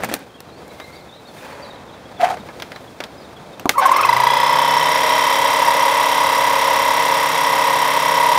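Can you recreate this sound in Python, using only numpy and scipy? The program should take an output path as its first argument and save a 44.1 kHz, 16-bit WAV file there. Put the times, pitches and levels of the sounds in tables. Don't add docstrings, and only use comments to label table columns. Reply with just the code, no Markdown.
import sys
import numpy as np
from scipy import signal
from scipy.fft import rfft, irfft, next_fast_len
from scipy.io import wavfile

SR = 44100
rng = np.random.default_rng(int(sys.argv[2]) if len(sys.argv) > 2 else 0)


def dump(signal):
    limited = np.clip(np.atleast_2d(signal).T, -1, 1)
    pcm = np.round(limited * 32767).astype(np.int16)
    wavfile.write(sys.argv[1], SR, pcm)


def rack_gain(trim_db):
    fader = np.asarray(trim_db, float)
    return 10 ** (fader / 20)


N = 369558
T = np.arange(N) / SR
FREE_PER_S = 34.548
GEAR = 55 / 12


def evened(x):
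    return x / np.sqrt(np.mean(x ** 2) + 1e-20)


def curves(rows, t=T):
    s, *columns = np.transpose(rows)
    return [np.interp(t, s, c) for c in columns]


def add(mix, s, sound):
    part = mix[round(s * SR):][:len(sound)]
    part += sound[:len(part)]


def phase(hz):
    return 2 * np.pi * np.cumsum(hz) / SR


def coloured(x, points):
    hz, db = np.transpose(points)
    size = next_fast_len(len(x))
    log_hz = np.log(np.fft.rfftfreq(size, 1 / SR) + 1)
    gain = rack_gain(np.interp(log_hz, np.log(hz + 1), db))
    return evened(irfft(rfft(x, size) * gain, size)[:len(x)])


def ring(x, modes):
    total = 0
    for hz, width, db in modes:
        total = total + rack_gain(db) * signal.lfilter(*signal.iirpeak(hz, hz / width, SR), x)
    return evened(total)


def wander(hz):
    return evened(signal.lfilter(*signal.butter(2, hz, fs=SR), rng.standard_normal(N)))


def gate(share, start, rise, fall, rest_db):
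    u = (share - start) % 1
    return evened(rack_gain(rest_db) + (1 - np.exp(-u / rise)) * np.exp(-(u / fall) ** 2))


def compressor():
    turns = crank()
    share = turns % 1
    slow = np.clip(1 - np.gradient(turns) * SR / FREE_PER_S, 0, 1) ** .5
    first_db, hz, second_db, case_db, air_db, high_db = running(turns)
    squeal, shrill = seal(turns, hz, second_db)
    shake = shaking(share)
    puff = valves(share, slow)
    thick_walls = signal.butter(6, 6300, fs=SR, output="sos")
    case = signal.sosfilt(thick_walls, rattle(shake, share))
    air = signal.sosfilt(thick_walls, outlet_air(shake, turns) * puff)

    out = rack_gain(first_db) * pipe(squeal) + rack_gain(high_db) * leak(shrill, share, slow)
    out += head_cover(shake, puff)
    out *= np.clip((T - 3.77) / 0.023, 0, 1)
    slow_case_db = -4 * slow
    start = np.clip((T - 3.765) / 0.062, 0, 1)
    out += (rack_gain(case_db + slow_case_db) * case + rack_gain(air_db) * air) * start
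    out += catches() + slips()
    small_case = signal.butter(4, 410, "high", fs=SR, output="sos")
    return signal.sosfilt(small_case, out) + rotor(turns)


def crank():
    switch_on_s, first_stroke_s, first_turn = 3.7, 3.781, .0193
    short_per_s, wind_up_s, sag_per_s2 = 24.484, .29866, .13964
    t = np.maximum(T, switch_on_s) - first_stroke_s
    lag = short_per_s * wind_up_s * (1 - np.exp(-t / wind_up_s))
    return first_turn + FREE_PER_S * t - lag - sag_per_s2 * t ** 2 / 2


def running(turns):
    # t/s, first slip level/dB, second slip level/dB against it
    grip_curve = [(3.76, -30, -9), (3.945, -29.5, -25), (3.958, -10, -27), (4.02, -14, -12),
                  (4.1, -14, -29.5), (4.3, -15, -25), (4.4, -16.5, -9), (4.72, -16.5, -13), (5.4, -20.5, 0),
                  (5.9, -19.5, -1.5), (6.5, -23.5, 5.5), (7.1, -22.5, 0.5), (7.6, -22.5, 1),
                  (8.0, -23, 1.5), (8.12, -20.5, -1), (8.18, -18.5, -2), (8.38, -14.5, -3)]
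    first_db, second_db = curves(grip_curve)
    since = np.maximum(T - 3.76, 0)
    lurch = np.exp(-((T - 3.835) / 0.018) ** 2)
    speed = np.clip(np.gradient(turns) * SR / FREE_PER_S, .05, 1)

    squeal_hz, cold_hz, settle_hz, settle_s = 964.4, 74.4, 59.2, 0.29
    hz = squeal_hz + cold_hz * (1 - np.tanh((T - 4.06) / 0.008)) / 2
    hz += settle_hz * np.exp(-since / settle_s)
    hz += 0.5 * np.maximum(second_db, 0)

    case_db = -24 - 0.27 * since + 2.5 * lurch
    air_db = -29.5 + 76 * np.log10(speed)
    air_db += 3 * np.exp(-((T - 5.08) / 0.44) ** 2)
    high_db = -34.5 - 2.5 * (1 - np.tanh((T - 4.86) / 0.16)) / 2 + 2 * lurch
    return first_db, hz, second_db, case_db, air_db, high_db


def seal(turns, hz, second_db):
    # multiple, level/dB
    overtones = [(2, -11.5), (4, -33), (5, -18), (6, -71)]
    u, stroke = (turns + .085) % 1, (turns + 2.085).astype(int)
    luck = rng.standard_normal((stroke.max() + 1, 3))[stroke].T
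    after = np.maximum(u - .245, 0)
    sag = np.where(after > 0, 0.069 * after - .02, 0.192 * u - .03)
    cycles = np.cumsum(hz * (1 - sag + .004 * luck[0] + .008 * wander(250))) / SR
    new_stroke = np.diff(stroke, prepend=-1) > 0
    restart = np.maximum.accumulate(cycles * new_stroke)
    angle = 2 * np.pi * (cycles - restart + .05 * luck[1])

    first = (1 - np.exp(-(u / 0.032) ** 2)) * np.exp(-(u / 0.2) ** 1.8)
    second = (1 - np.exp(-(after / .05) ** 2)) * np.exp(-(after / .17) ** 1.5)
    grip = evened(first) + rack_gain(second_db) * evened(second)
    grip *= rack_gain(.7 * luck[2] + 1.2 * wander(120))
    warm = rack_gain(-3.5 * (1 + np.tanh((T - 4.47) / 0.054)) / 2)
    tone = np.sin(angle) + warm * sum(rack_gain(db) * np.sin(k * angle) for k, db in overtones)
    shrill = evened(sum(np.sin(k * angle + k * k) for k in range(6, 16)))
    return grip * tone, shrill


def pipe(squeal):
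    # f/Hz, width/Hz, level/dB
    pipe_modes = [(954.4, 67, 4.5), (1095.5, 42, 0), (2022, 73, 7.5), (4000, 170, 16.5), (5350, 3400, -24)]
    return 1.044 * evened(0.03 * squeal + ring(squeal, pipe_modes))


def leak(shrill, share, slow):
    # f/Hz, width/Hz, level/dB
    thin_parts = [(6200, 560, -4), (7440, 6200, -0.5), (8550, 1500, -1.5), (9780, 910, 5),
                  (10340, 440, -1.5), (11300, 340, 9.5), (12600, 560, 8.5), (13200, 710, 3.5),
                  (14400, 700, 4), (15600, 500, -10)]
    hiss = coloured(rng.standard_normal(N), [(5500, -52), (6500, 2.5), (16000, -7.5)])
    blow_by = gate(share, -.03, .12 - .1 * slow, .38 - .15 * slow, -6.5 - 11 * slow)
    purity = .5 + 1.6 * slow ** 2 * evened(blow_by ** 2) / 2
    return ring((purity * shrill + .75 * hiss) * blow_by, thin_parts)


def shaking(share):
    habit = np.interp(share * 1200, np.arange(1201), rng.standard_normal(1201))
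    habit = evened(signal.lfilter(*signal.butter(2, 1000, "high", fs=SR), habit))
    return .7 * habit + rng.standard_normal(N) * rack_gain(1.5 * wander(300))


def rattle(shake, share):
    # f/Hz, level/dB per Hz
    case_band = [(380, -79.5), (460, -20), (700, -10), (960, -2.5), (1370, -16.5), (1700, -13.5),
                 (2000, -25), (2820, -17), (3850, -25), (4430, -32.5), (5520, -22), (6300, -28)]
    # f/Hz, width/Hz, level/dB
    case_modes = [(548, 27, 3.5), (612, 68, 1), (910, 60, 0), (1056, 64, 6), (2000, 102, -6.5)]
    body = 1.22 * ring(shake, case_modes) + 1.28 * coloured(shake, case_band + [(7500, -60)])
    return body * gate(share, 0.355, 0.22, 0.18, -1.1)


def valves(share, slow):
    outlet = gate(share, .4, .08, .24, -9 - 11 * slow / 2)
    inlet = gate(share, -.1, .08, .2, -30)
    return evened(outlet + rack_gain(-9.0) * inlet)


def outlet_air(shake, turns):
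    # f/Hz, width/Hz, level/dB
    passages = [(1956, 220, 10), (2320, 1800, -4.5), (3110, 90, 11.5), (3400, 120, 4), (4880, 220, -1)]
    # f/Hz, width/Hz, level/dB
    head_modes = [(3130, 70, -2), (3350, 39, 12), (5200, 340, 4), (5550, 210, -9.5)]
    whine = gear_whine(turns)
    return ring(shake, passages) + whine + rack_gain(-7.5) * ring(whine, head_modes)


def gear_whine(turns):
    # multiple, level/dB
    mesh_orders = [(1, -8), (2, -4), (3, -10)]
    teeth = 55
    yielding = .003 * np.sin(2 * np.pi * (turns % 1)) + .0006 * wander(150)
    mesh = 2 * np.pi * teeth * (turns + yielding)
    return sum(rack_gain(db + 3 * wander(60)) * np.sin(k * mesh) for k, db in mesh_orders)


def head_cover(shake, puff):
    # t/s, length/s, f/Hz, level/dB
    cover_rings = [(4.4, 0.11, 3350, -36), (4.65, .08, 3320, -37), (4.68, 0.18, 3030, -29),
                   (4.88, 0.11, 3780, -33), (4.903, 0.051, 3400, -31), (5.075, 0.061, 3580, -33),
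                   (5.28, 0.23, 3060, -33), (5.5, .35, 3900, -38), (4.25, .12, 4850, -47),
                   (5.1, .2, 5670, -42), (6.3, 0.31, 3890, -38), (7.4, 0.27, 3150, -47)]
    out = np.zeros(N)
    for s, length, hz, db in cover_rings:
        span = slice(int((s - 3 * length) * SR), int((s + 3 * length) * SR))
        swell = np.exp(-((T[span] - s) / length) ** 2)
        out[span] += rack_gain(db) * swell * ring(shake[span] * puff[span], [(hz, 45, 0)])
    return out


def catches():
    # t/s, length/s, f/Hz, level/dB, upper multiples level/dB
    releases = [(3.778, 0.021, 1110, -10, -31), (3.793, 0.015, 1100, -10, -34),
                (3.852, 0.026, 1079, -8.5, -36), (3.89, .015, 970, -9, -33),
                (3.913, 0.021, 1050, -7.5, -38), (3.77, 0.01, 1005, -21, -38)]
    out = np.zeros(N)
    for s, length, hz, db, upper_db in releases:
        u = np.linspace(0, 1, int(length * SR))
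        a = phase(hz * (1 - 0.026 * u))
        upper = sum(np.sin(k * a) for k in range(4, 9))
        tone = np.sin(a) + rack_gain(-20) * np.sin(2 * a) + rack_gain(upper_db) * upper
        add(out, s, rack_gain(db) * 2.6 * (1 - np.exp(-(u / .15) ** 2)) * (1 - u ** 0.96) * tone)
    return out


def slips():
    # t/s, length/s, f/Hz, level/dB, octave level/dB
    returns = [(3.737, .026, 1275, -32.5, -15), (3.755, 0.038, 934, -25.5, -20),
               (3.775, 0.04, 548, -27.5, -30), (3.816, 0.05, 745, -21, -4), (3.93, 0.046, 1111, -20.5, -19),
               (3.983, 0.027, 1250, -19, -12), (4.032, 0.014, 1304, -22.5, 1),
               (4.083, 0.0117, 1300, -32, -2)]
    out = np.zeros(N)
    for s, length, hz, db, octave_db in returns:
        a = phase(hz * (1 + 0.045 * wander(200)[:int(length * SR)]))
        tone = np.sin(a) + rack_gain(octave_db) * np.sin(2 * a)
        add(out, s, rack_gain(db) * 2 * np.hanning(len(a)) ** 0.11 * tone)
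    return out


def rotor(turns):
    # multiple, level/dB
    crank_orders = [(2, -87), (3, -104), (4, -54), (5, -88), (8, -41.5), (9, -45), (10, -51.5), (11, -50.5),
                    (13, -44.5), (16, -35), (32, -36.5), (36, -43.5)]
    # multiple, level/dB
    shaft_orders = [(2, -88), (3, -36.5), (4, -36), (12, -42)]
    # t/s, level/dB
    hum_curve = [(3.95, -62), (4.05, -45), (4.18, -36), (4.4, -43), (4.62, -39), (5.6, -49), (6.5, -50),
                 (8.2, -42)]
    speed = np.clip(np.gradient(turns) * SR / 34, 0, 1)
    cranking, shaft, angle = 0, 0, 2 * np.pi * GEAR * turns
    for k, db in crank_orders:
        cranking = cranking + rack_gain(db) * np.sin(2 * np.pi * (k * turns + rng.random()))
    for k, db in shaft_orders:
        shaft = shaft + rack_gain(db + 2.4 * wander(0.61)) * np.sin(k * angle)
    hum = rack_gain(curves(hum_curve)[0]) * np.sin(angle) * (T > 3.9)
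    return np.sqrt(2) * (cranking * speed ** 5.4 + shaft * speed ** 1.8 + hum)


def rocker_switch():
    # t/s, ring level/dB, crack level/dB
    rocker = [
        (3.597, -27, -21),
        (3.657, -4.5, -23),
    ]
    # t/s, ring level/dB, crack level/dB
    contact = [
        (3.6932, -6.5, 1),
    ]
    return clicks(rocker, 700, .055, -5, edge_hz=1200) + clicks(contact, 2220, .068, -5)


def plugging():
    # t/s of the peak, rise/s, fall/s, level/dB, fizz level/dB against it
    pushes = [
        (.046, 0.045, 0.016, -23, -31),
        (.1, 0.024, 0.021, -27.5, -21),
        (.134, 0.032, 0.021, -24.5, -30),
        (.22, 0.065, 0.027, -39.5, -25),
    ]
    # f/Hz, width/Hz, level/dB
    socket_modes = [(261, 50, 6.5), (517, 110, -1), (768, 90, -2), (1570, 250, -5.5), (2300, 300, -14)]
    # t/s, ring level/dB, crack level/dB
    plug_ticks = [(.004, -22, -38), (.009, -30, -34), (.024, -21, -32), (.036, -7, -15), (.0465, -23, -12),
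                  (.055, -27, -30), (.09, -19, -22), (.115, -15, -29), (.126, -20, -33), (.14, -12.5, -2),
                  (.153, -26, -33), (.192, -33, -30), (.405, -30, -22.5), (.68, -36, -32)]
    return scrape(pushes, socket_modes) + clicks(plug_ticks, 670, 0.034, 1)


def cable():
    brushes = [
        (1.37, 0.022, 0.07, -53, 9),
        (1.45, 0.056, 0.35, -36, -8.5),
        (1.66, 0.17, 0.014, -44, -33),
    ]
    # f/Hz, width/Hz, level/dB
    cloth_modes = [(563, 63, 23), (870, 150, 19), (1640, 255, -20)]
    # t/s, ring level/dB, crack level/dB
    cable_ticks = [(.8, -26, -27.5), (1.431, -32, -42), (2.6, -42, -25), (2.622, -23.5, -18.5),
                   (2.719, -28, -26), (2.761, -28, -30.5), (3.004, -21, -19), (3.039, -27.5, -20.5)]
    return scrape(brushes, cloth_modes) + clicks(cable_ticks, 625, 0.11, -15)


def moved_case():
    drags = [
        (2.208, 0.021, 0.038, -24.5, -11),
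        (2.25, 0.07, 0.021, -14, -12),
        (2.286, .004, .01, -25, -40),
        (2.308, 0.02, 0.016, -17, -45),
        (2.342, 0.032, .015, -27, -35),
    ]
    # f/Hz, width/Hz, level/dB
    table_modes = [(723, 42, 25), (756, 68, 24), (1190, 55, 9), (1690, 59, -10), (2300, 110, -17),
                   (3100, 140, -8)]
    # t/s, ring level/dB, crack level/dB
    case_bumps = [(2.214, -28, -21), (2.232, -23, -48), (2.282, -25, -50), (2.304, -33, -49),
                  (2.371, -26, -32), (2.488, -24, -36)]
    blow = knock(2.228, hz=690, db=-1, t60=.06)
    answer = knock(2.394, hz=210, db=-24, t60=.05)
    return scrape(drags, table_modes) + clicks(case_bumps, 870, 0.086, -16) + blow + answer


def scrape(strokes, modes):
    jerks = rng.standard_normal(N) * rack_gain(2.8 * wander(200))
    body = ring(jerks, modes)
    fizz = coloured(jerks, [(800, -17), (1500, 14), (2600, 10), (6000, -24), (15000, -43)])
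    out = np.zeros(N)
    for s, rise, fall, db, fizz_db in strokes:
        pressing = np.clip(1 + (T - s) / rise, 0, 1) ** 2
        easing = np.exp(-np.maximum(T - s, 0) / fall)
        out += rack_gain(db) * np.where(T < s, pressing, easing) * (body + rack_gain(fizz_db) * fizz)
    return out


def clicks(rows, hz, t60, top_db, edge_hz=2200):
    out, t = np.zeros(N), T[:6000]
    fade = rack_gain(-60 * t / max(t60, .01)) * np.minimum(t / 0.00071, 1)
    snap = rack_gain(-280 * t / max(t60, .01)) * np.clip(t / 0.00029 - 1.5, 0, 1)
    body_band = [(100, -62), (260, 5.5), (edge_hz, 0.5), (1.7 * edge_hz, -46)]
    crack_band = [(60, -25), (300, -1), (1500, 3.1), (2600, 6.0), (5000, -0.5),
                  (8000, top_db), (14000, top_db), (16000, top_db - 6)]
    for s, ring_db, crack_db in rows:
        noise = rng.standard_normal((2, len(t)))
        body = .5 * np.sin(2 * np.pi * hz * t) * fade + .5 * coloured(noise[0], body_band)
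        crack = coloured(noise[1], crack_band) * (snap + 0.057 * fade ** 0.36)
        add(out, s - .001, rack_gain(ring_db) * body * fade + rack_gain(crack_db) * crack)
    return out


def knock(s, hz, db, t60):
    out, t = np.zeros(N), T[:5000]
    swell = 1 - np.exp(-(t / 0.0057) ** 2)
    add(out, s, rack_gain(db - 60 * t / t60) * swell * 2 * np.sin(2 * np.pi * hz * t))
    return out


def birds():
    # t/s, from f/Hz, level/dB
    falling = [(.287, 3500, -63), (.375, 3000, -61), (.478, 4300, -63), (.95, 4050, -64), (.49, 4150, -66),
               (.965, 4100, -62), (1.0, 4500, -63), (1.083, 3810, -56), (1.16, 4200, -61),
               (1.77, 4000, -65), (3.21, 4700, -64), (1.28, 3800, -58), (1.375, 3900, -57),
               (1.638, 4300, -53), (1.697, 4050, -52.5), (1.747, 3860, -73), (1.878, 3850, -64),
               (1.93, 3750, -60), (2.163, 3730, -55), (2.394, 4020, -58), (2.868, 3600, -57),
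               (3.237, 4000, -59), (3.357, 3580, -55), (3.525, 3900, -57)]
    # t/s, from f/Hz, level/dB
    rising = [(.516, 4000, -63), (.692, 3780, -61), (.804, 3640, -54), (.95, 4350, -59), (1.117, 3580, -55),
              (.55, 4300, -66), (.92, 4300, -60), (1.14, 3870, -62), (1.175, 3750, -66), (1.64, 3800, -57),
              (1.245, 3550, -59), (1.27, 4060, -64), (1.512, 4250, -61), (2.742, 3900, -56),
              (3.38, 3400, -65)]
    # t/s, f/Hz, level/dB
    steady = [(.57, 4670, -69), (.62, 4250, -74), (.94, 4000, -62), (.95, 4750, -64), (1.615, 4570, -54),
              (1.645, 3850, -58), (1.66, 4560, -58), (1.745, 3280, -62), (1.885, 3310, -60),
              (2.045, 3300, -58), (3.17, 4995, -63), (3.2, 4920, -65)]
    # t/s, from f/Hz, rise share, level/dB
    arched = [(0.339, 3090, .07, -57), (.83, 3640, .14, -57), (1.125, 3450, 0.12, -58),
              (1.179, 3600, .1, -65), (1.265, 3750, 0.19, -61), (1.733, 3600, .12, -61),
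              (1.92, 3600, .08, -61)]
    out, flutter = np.zeros(N), wander(63)
    for rows, length, glide in (falling, 0.0278, -0.14), (rising, 0.032, 0.093), (steady, 0.033, 0):
        count = int(length * SR)
        for s, from_hz, db in rows:
            hz = from_hz * np.linspace(1, 1 + glide, count) * (1 + .007 * flutter[int(s * SR):][:count])
            add(out, s, rack_gain(db + 14.0) * np.hanning(count) * np.sin(phase(hz)))
    arch = np.sin(np.linspace(0, np.pi, int(.032 * SR)))
    for s, from_hz, share, db in arched:
        add(out, s, rack_gain(db + 13.5) * arch ** .5 * np.sin(phase(from_hz * (1 + share * arch))))

    s, length, hz, db, rate = .58, .56, 2130, -57, 32
    t = T[:int(length * SR)]
    notes = np.sin(np.pi * rate * t + .5 * flutter[:len(t)]) ** 4 * np.hanning(len(t)) ** 0.82
    add(out, s, rack_gain(db + 16) * notes * np.sin(phase(hz * (1 + .02 * flutter[-len(t):]))))
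    echoes = rng.standard_normal(9000) * rack_gain(-60 * T[:9000] / .25)
    return out + rack_gain(-5) * signal.oaconvolve(out, echoes / np.linalg.norm(echoes))[:N]


def room():
    # f/Hz, level/dB per Hz
    room_band = [(12, -62), (20, -37), (65, -4), (172, -1.5), (399, -3), (485, -0.5), (849, -4),
                 (1190, -7.5), (1910, -11), (2140, -10.5), (2910, -12), (3740, -10), (5680, -14.5),
                 (16000, -20)]
    # t/s, level/dB
    drift = [(0, 20), (.3, 7.5), (.6, 12.5), (1.2, 10), (1.7, 12), (1.9, 12), (2.4, 15.5), (2.9, 11.5),
             (3.7, 13.5)]
    # t/s, length/s, level/dB above the hiss
    rustles = [(0.247, 0.081, 3), (.85, 0.23, 9.5), (1.42, 0.15, 12), (2.598, 0.39, 6), (3.5, 0.83, 3.5)]
    rustle_db = sum(db * np.exp(-((T - s) / length) ** 2) for s, length, db in rustles)
    noise = rack_gain(-48.5 + 1.0 * wander(29)) * coloured(rng.standard_normal(N), room_band)
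    low = signal.lfilter(*signal.butter(1, 1300, fs=SR), noise)
    return rack_gain(curves(drift)[0]) * low + rack_gain(-8 + rustle_db) * (noise - low)


def scene():
    hands = plugging() + cable() + moved_case()
    return (compressor() + rocker_switch() + hands + birds() + room())[None]


def roll_off(x):
    return signal.sosfilt(signal.butter(12, 16510, fs=SR, output="sos"), x)


def record(dry):
    # f/Hz, width/Hz
    dips = [(2890, 100), (7845, 60), (11680, 650)]
    x = signal.lfilter(*signal.butter(2, 35, "high", fs=SR), np.clip(dry, -1, 1))
    for hz, width in dips:
        x = signal.lfilter(*signal.iirnotch(hz, hz / width, SR), x)
    step_hz = [0, 15600, 15800, 16100, 16500, SR / 2]
    step_db = [0, 0, -17, -18, -30, -36]
    top = signal.firwin2(511, step_hz, rack_gain(step_db), fs=SR)
    return roll_off(signal.oaconvolve(x, top[None], "same"))


dry = scene()
out = record(dry)
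dump(out)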